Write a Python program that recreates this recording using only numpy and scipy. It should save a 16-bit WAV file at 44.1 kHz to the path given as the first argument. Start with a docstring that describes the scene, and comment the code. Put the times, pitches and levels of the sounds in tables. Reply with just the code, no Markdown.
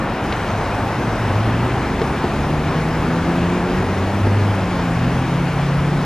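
"""Beneath a road bridge a river rushes over rapids: filtered noise with random patches and tiny bursts.
Passing traffic adds broadband noise: the deck rumbles and drums, and tyres roar on its surface.
Wheels knock on a deck joint now and then: decaying noise bursts, partly through deck resonances.
Engines are sums of harmonics: a faint hum far off, a vehicle that pulls away, shifts up and drones on,
and a second one whose hum dips, then climbs. Two close microphone ports receive it all."""
import sys
import numpy as np
from scipy import signal
from scipy.fft import rfft, irfft, next_fast_len
from scipy.io import wavfile
from scipy.ndimage import uniform_filter1d, map_coordinates

SR = 44100
rng = np.random.default_rng(int(sys.argv[2]) if len(sys.argv) > 2 else 0)


def transcribe(u):
    """Save the signal u as a 16-bit wav file named by the first command-line argument.

    u: samples, shape (n,) or (channels, n), limited to [-1, 1]; the rate is SR.
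    q: integer samples, one column per channel.
    """
    v = np.clip(np.atleast_2d(u).T, -1, 1)
    q = np.round(v * 32767).astype(np.int16)
    wavfile.write(sys.argv[1], SR, q)


N = 266805

# Spectral shapes of churning water and of spray: frequency_hz, density_db (relative, per Hz)
WATER_SPECTRUM = [(200, -13), (700, 1), (1700, 0.5), (2400, 0.5), (3000, -4.5), (4000, -10.5), (5200, -16),
                  (8000, -27.5), (14000, -55)]
SPRAY_SPECTRUM = [(2000, -12), (4000, -1.5), (5200, 0.5), (6400, -3), (8000, -8.5), (10000, -9.5),
                  (12000, -12.5), (13200, -18), (14500, -38)]
# Spectral shapes of the deck's rumble, the span's boom under a heavy load, the drumming deck
# and the tyre treads: frequency_hz, density_db (relative, per Hz)
RUMBLE_SPECTRUM = [(12, -50), (24, -27), (32, -9), (40, -1), (54, -4), (72, -5), (100, -4.5), (180, -22),
                   (500, -77)]
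HEAVY_SPECTRUM = [(20, -30), (40, -1), (55, -4), (72, 7), (95, -4), (200, -47), (600, -120)]
DRUMMING_SPECTRUM = [(45, -15), (80, -5), (115, -1), (200, -2), (290, -3.5), (360, -6), (460, -10.5),
                     (620, -20.5), (1500, -65)]
TYRE_SPECTRUM = [(150, -26), (400, -4.5), (560, -0.5), (800, 1), (950, -1), (1200, -4), (1700, -8),
                 (2500, -21), (6000, -59)]
# Wheels on the joint: start_s, clack_db, thud_db (both before filtering)
KNOCKS = [(0.325, -16, -5), (0.61, -25, -4), (1.995, -26, -2), (2.016, -18, 2.5), (2.241, -26, 0),
          (3.802, -26, -3), (3.825, -30, -1), (3.842, -28, -1), (4.268, -27, -1)]
# Deck resonances excited by a thud: centre_hz, width_hz, gain_db
DECK_MODES = [(213, 115, 5), (278, 50, -19), (358, 51, 1), (470, 96, 2.5), (593, 150, -11),
              (955, 480, -3.5)]
# Filter of the clack: frequency_hz, gain_db
CLACK_FILTER = [(200, -16), (500, 9), (1200, 5), (2200, 6), (3200, 0), (4400, -1), (5200, -13), (6400, -17),
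                (9000, -32), (14000, -50)]
# A car cruising further off: time_s, firing_rate_hz, level_db (of its first order)
CRUISER_COURSE = [(.33, 104.8, -30.5), (.7, 103.6, -31), (1, 105.7, -29), (1.2, 115, -27.5)]
# Second vehicle: time_s, firing_rate_hz, level_db (before each order's offset)
FOLLOWER_COURSE = [(3.72, 89.2, -31), (3.85, 92.3, -23.5), (4.13, 97, -23.5), (4.34, 101, -19),
                   (4.5, 100.4, -20.5), (4.63, 96.4, -30), (4.83, 113.9, -29), (5.04, 122.7, -21),
                   (5.2, 129.2, -23), (5.37, 137.9, -22), (5.78, 141.2, -19), (6.05, 148.7, -20.5)]
# First vehicle: time_s, base_rate_hz
LEADER_COURSE = [(1.22, 44.16), (1.39, 53.1), (1.53, 57.86), (1.9, 66.1), (2.35, 71.7), (2.62, 75.94),
                 (2.9, 80), (3.4, 86.7), (3.7, 90.5), (4, 96.4), (4.34, 101.8), (4.49, 101.2), (4.68, 89.5),
                 (4.89, 84.4), (5.5, 85.65), (5.88, 86.7), (6.05, 88.4)]
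# Its throttle: time_s, load_db, brightness_db
THROTTLE = [(1.22, -3, 0), (1.4, -1, -1.5), (1.75, -0.5, -3.5), (2.05, -0.5, 0), (2.5, .5, -.5),
            (3.4, .5, 1), (3.85, -0.5, -1.5), (4.3, 0.5, -2.5), (4.52, -1, -4), (4.72, -2.5, -4.5),
            (4.95, 2, -6.5), (5.35, -3.5, -3.5), (6.05, -2, -4)]
# Its engine orders: multiple, level_db (before throttle and pipe), gain_per_brightness (dB per dB)
LEADER_ORDERS = [(1, -32.5, 0), (2, -23, 0), (3, -28.5, 1), (4, -31.5, 1.1), (5, -39.5, 1), (6, -41, 0.2)]
# Peaks and dips of its exhaust pipe, which every order sweeps through: frequency_hz, gain_db
PIPE_RESPONSE = [(85, -4), (95, -2.5), (106, 7), (125, 0), (133, -13), (147, 0), (160, -1.5), (175, 1.5),
                 (188, -3.5), (203, -8), (224, 0), (238, -3), (250, 1), (262, 2), (276, -8.5), (328, -5),
                 (360, 6), (372, 6), (392, -2), (470, 0.5), (520, -1.5)]
# Between the ports, side relative to mid: frequency_hz, side_minus_mid_db (before a common trim)
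PORT_WIDTH = [(60, -59), (110, -36), (200, -27), (370, -18.5), (680, -25.5), (1240, -18.5), (2280, -14.5),
              (4170, -5.5), (7650, 0), (14000, 10)]
# Between the ports, tilt of level: frequency_hz, left_minus_right_db
PORT_LEAN = [(60, 0.0), (110, 0.31), (200, 0.73), (370, 0), (680, 0.57), (1240, 1.95), (2280, 1.4),
             (4170, 1.5), (7650, 1.5), (14000, 0.22)]

CHURN_DB, SPRAY_DB = -32, -48
# The hiss is duller for the first moment
DULL_UNTIL_S, DULL_DB, DULL_FROM_HZ = 0.236, -3, 3700
RUMBLE_DB = -30.5
# Passing loads: level and time at the nearest point, time from there to half power
HEAVY_DB, HEAVY_PASS_S, HEAVY_SPAN_S = -28.5, 2.6, 0.2
DECK_DB, DECK_PASS_S, DECK_SPAN_S = -23, 2.56, 3.6
TYRE_DB, TYRE_FADE_DB_PER_S = -24.5, 0.39  # starting level; the roar slowly recedes
RUBBER_HZ = 1400  # the soft tyre dulls a thud above this
ECHO_DB, ECHO_DELAY_S, ECHO_T60_S = -18, 0.07, 0.9  # the wooded banks answer the engines
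TOP_HZ = 14600


def amp(db):
    """Decibel law: level in dB to amplitude gain."""
    return 10 ** (np.asarray(db) / 20)


def unit(x):
    """Power normalisation: x at rms 1."""
    return x / np.sqrt(np.mean(x ** 2) + 1e-20)


def along(points, hz):
    """Logarithmic frequency scale: (Hz, value) points interpolated on a log axis."""
    f, v = np.transpose(points)
    return np.interp(np.log(hz + 1), np.log(f + 1), v)


def curves(rows):
    """Linear interpolation in time: one value per sample for each column after the time."""
    s, *columns = np.transpose(rows)
    t = np.arange(N) / SR
    return [np.interp(t, s, column) for column in columns]


def wobble(rate):
    """Slow random modulation: a smooth curve through random knots, rate of them a second."""
    knots = rng.standard_normal(int(N * rate / SR) + 4)
    return map_coordinates(knots, [np.arange(N) * rate / SR])


def filtered(x, response):
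    """Linear filtering: the spectrum of x times a complex response of frequency."""
    m = next_fast_len(N + SR // 2)
    hz = np.fft.rfftfreq(m, 1 / SR)
    return irfft(rfft(x, m) * response(hz), m)[..., :N]


def coloured(x, spectrum):
    """Spectral shaping: x filtered by the given curve, then set to rms 1."""
    return unit(filtered(x, lambda hz: amp(along(spectrum, hz))))


def rush(spectrum, patchy_db):
    """Turbulent noise: two unrelated signals share random gain patches in time and frequency."""
    z = signal.stft(rng.standard_normal((2, N)), nperseg=512)[2]
    field = rng.standard_normal(z.shape[1:])
    field = uniform_filter1d(field, size=6, axis=0)  # across frequency
    field = uniform_filter1d(field, size=12, axis=1)  # across time
    patchy = signal.istft(z * amp(patchy_db * unit(field)), nperseg=512)[1][:, :N]
    return coloured(patchy, spectrum)


def passing(nearest_s, span_s):
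    """Inverse-distance law: gain of a source driving past, 1 at the nearest point."""
    return 1 / np.hypot(1, (np.arange(N) / SR - nearest_s) / span_s)


def rapids():
    """Turbulence and splashing: slightly surging churn under spray with tiny bursts of uneven size."""
    churn = amp(CHURN_DB + 0.42 * wobble(14)) * rush(WATER_SPECTRUM, patchy_db=1.07)

    struck = rng.random(N) < 1200 / SR  # about 1200 bursts a second
    size = amp(3 * rng.standard_normal(N))
    bursts = rng.standard_normal((2, N)) * struck * size
    spray = rush(SPRAY_SPECTRUM, patchy_db=2.0) + amp(-7.5) * coloured(bursts, SPRAY_SPECTRUM)

    water = churn + amp(SPRAY_DB) * spray
    dulled = filtered(water, lambda hz: amp(DULL_DB * (1 - 1 / (1 + (hz / DULL_FROM_HZ) ** 6))))
    return np.where(np.arange(N) / SR < DULL_UNTIL_S, dulled, water)


def road():
    """Structure-borne and tread noise: the bridge rumbles, booms and drums while tyres roar on it."""
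    rumble = amp(RUMBLE_DB) * coloured(rng.standard_normal((2, N)), RUMBLE_SPECTRUM)

    boom = coloured(rng.standard_normal((2, N)), HEAVY_SPECTRUM)
    heavy = amp(HEAVY_DB) * passing(HEAVY_PASS_S, HEAVY_SPAN_S) * boom

    drum_gain = amp(DECK_DB + 0.35 * wobble(8)) * passing(DECK_PASS_S, DECK_SPAN_S)
    drumming = drum_gain * rush(DRUMMING_SPECTRUM, patchy_db=0.8)

    roar_gain = amp(TYRE_DB - TYRE_FADE_DB_PER_S * np.arange(N) / SR)
    roar = roar_gain * rush(TYRE_SPECTRUM, patchy_db=0.87)
    return rumble + heavy + drumming + roar


def blow(start_s, t60_s):
    """Impulsive excitation: a noise burst that decays exponentially by 60 dB in t60_s."""
    t = np.arange(N) / SR
    return (t >= start_s) * amp(-60 * np.abs(t - start_s) / t60_s) * rng.standard_normal(N)


def deck_response(hz):
    """Modal superposition: the deck's resonances added with alternating sign."""
    total = 0
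    for k, (centre, width, db) in enumerate(DECK_MODES):
        mode = 1j * hz * width / (centre * centre - hz * hz + 1j * hz * width)
        total = total + (-1) ** k * amp(db) * mode
    return total


def joint():
    """Impact: a wheel gives a sharp clack and a longer thud in the deck's modes, dulled by rubber."""
    clacks = sum(amp(db) * blow(s, t60_s=0.035) for s, db, _ in KNOCKS)
    thuds = sum(amp(db) * blow(s, t60_s=0.048) for s, _, db in KNOCKS)
    clack_sound = filtered(clacks, lambda hz: amp(along(CLACK_FILTER, hz)))
    thud_sound = filtered(thuds, lambda hz: deck_response(hz) / (1 + (hz / RUBBER_HZ) ** 4))
    return clack_sound + thud_sound


def exhaust(rows, rate_hz, orders, flutter_db, jitter):
    """Harmonic series: far off only low orders carry; higher ones flutter more in the moving air."""
    t = np.arange(N) / SR
    since_start, until_end = t - rows[0][0], rows[-1][0] + 0.099 - t
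    heard = np.clip(np.minimum(since_start, until_end) / 0.055, 0, 1)  # 55 ms fades
    phase = 2 * np.pi * np.cumsum(rate_hz) / SR + jitter * wobble(25)  # jitter in radians
    total = 0
    for k, db in orders:
        gain = amp(db + k * flutter_db * wobble(18))
        total = total + gain * np.sin(k * phase + rng.uniform(0, 2 * np.pi))
    return np.sqrt(2) * heard * total  # sqrt 2: a sine of rms 1


def cruiser():
    """Two harmonics of the firing rate: a faint hum, nearly level, that rises at its end."""
    hz, db = curves(CRUISER_COURSE)
    return exhaust(CRUISER_COURSE, hz, [(1, db), (2, db - 9.5)], flutter_db=1.2, jitter=0.12)


def follower():
    """Two harmonics of the firing rate: a deep hum with a weak overtone."""
    hz, db = curves(FOLLOWER_COURSE)
    orders = [(1, db - 0.1), (2, db - 23)]
    return exhaust(FOLLOWER_COURSE, hz, orders, flutter_db=0.2, jitter=0.035)


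def leader():
    """Source and filter: throttle brings out overtones, which swell as they cross the pipe's peaks."""
    hz, = curves(LEADER_COURSE)
    load_db, bright_db = curves(THROTTLE)
    orders = []
    for k, db, follows in LEADER_ORDERS:
        pipe_db = along(PIPE_RESPONSE, k * hz)
        orders.append((k, db + pipe_db + load_db + follows * bright_db))
    return exhaust(LEADER_COURSE, hz, orders, flutter_db=0.39, jitter=0.029)


def banks(x):
    """Diffuse reflection: the banks' echo beats against a gliding pitch and makes the hum waver."""
    t = np.arange(SR) / SR
    tail = rng.standard_normal(SR) * (t > ECHO_DELAY_S) * amp(-60 * t / ECHO_T60_S)
    return x + amp(ECHO_DB) * signal.fftconvolve(x, tail / np.linalg.norm(tail))[:N]


def ports(mid, scattered, direct_share):
    """Phase lead: sound reaches the left port first, the difference a quarter cycle ahead of the mid."""
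    ahead = filtered(mid, lambda hz: 1j)
    difference = np.sqrt(direct_share) * ahead + np.sqrt(1 - direct_share) * scattered
    side = filtered(difference, lambda hz: amp(along(PORT_WIDTH, hz) - 0.8))
    both = np.array([mid + side, mid - side])
    # half of the level difference goes to each port
    return filtered(both, lambda hz: amp(np.outer([0.5, -0.5], along(PORT_LEAN, hz))))


def scene():
    """Superposition: river, road, joint and echoing engines add at the two ports."""
    direct, scattered = rapids() + road()
    engines = banks(cruiser() + follower() + leader())
    return ports(direct + joint() + engines, scattered, direct_share=0.4)


def record(dry):
    """Band limitation: nothing at or above TOP_HZ is kept."""
    return filtered(dry, lambda hz: hz < TOP_HZ)


dry = scene()
out = record(dry)
transcribe(out)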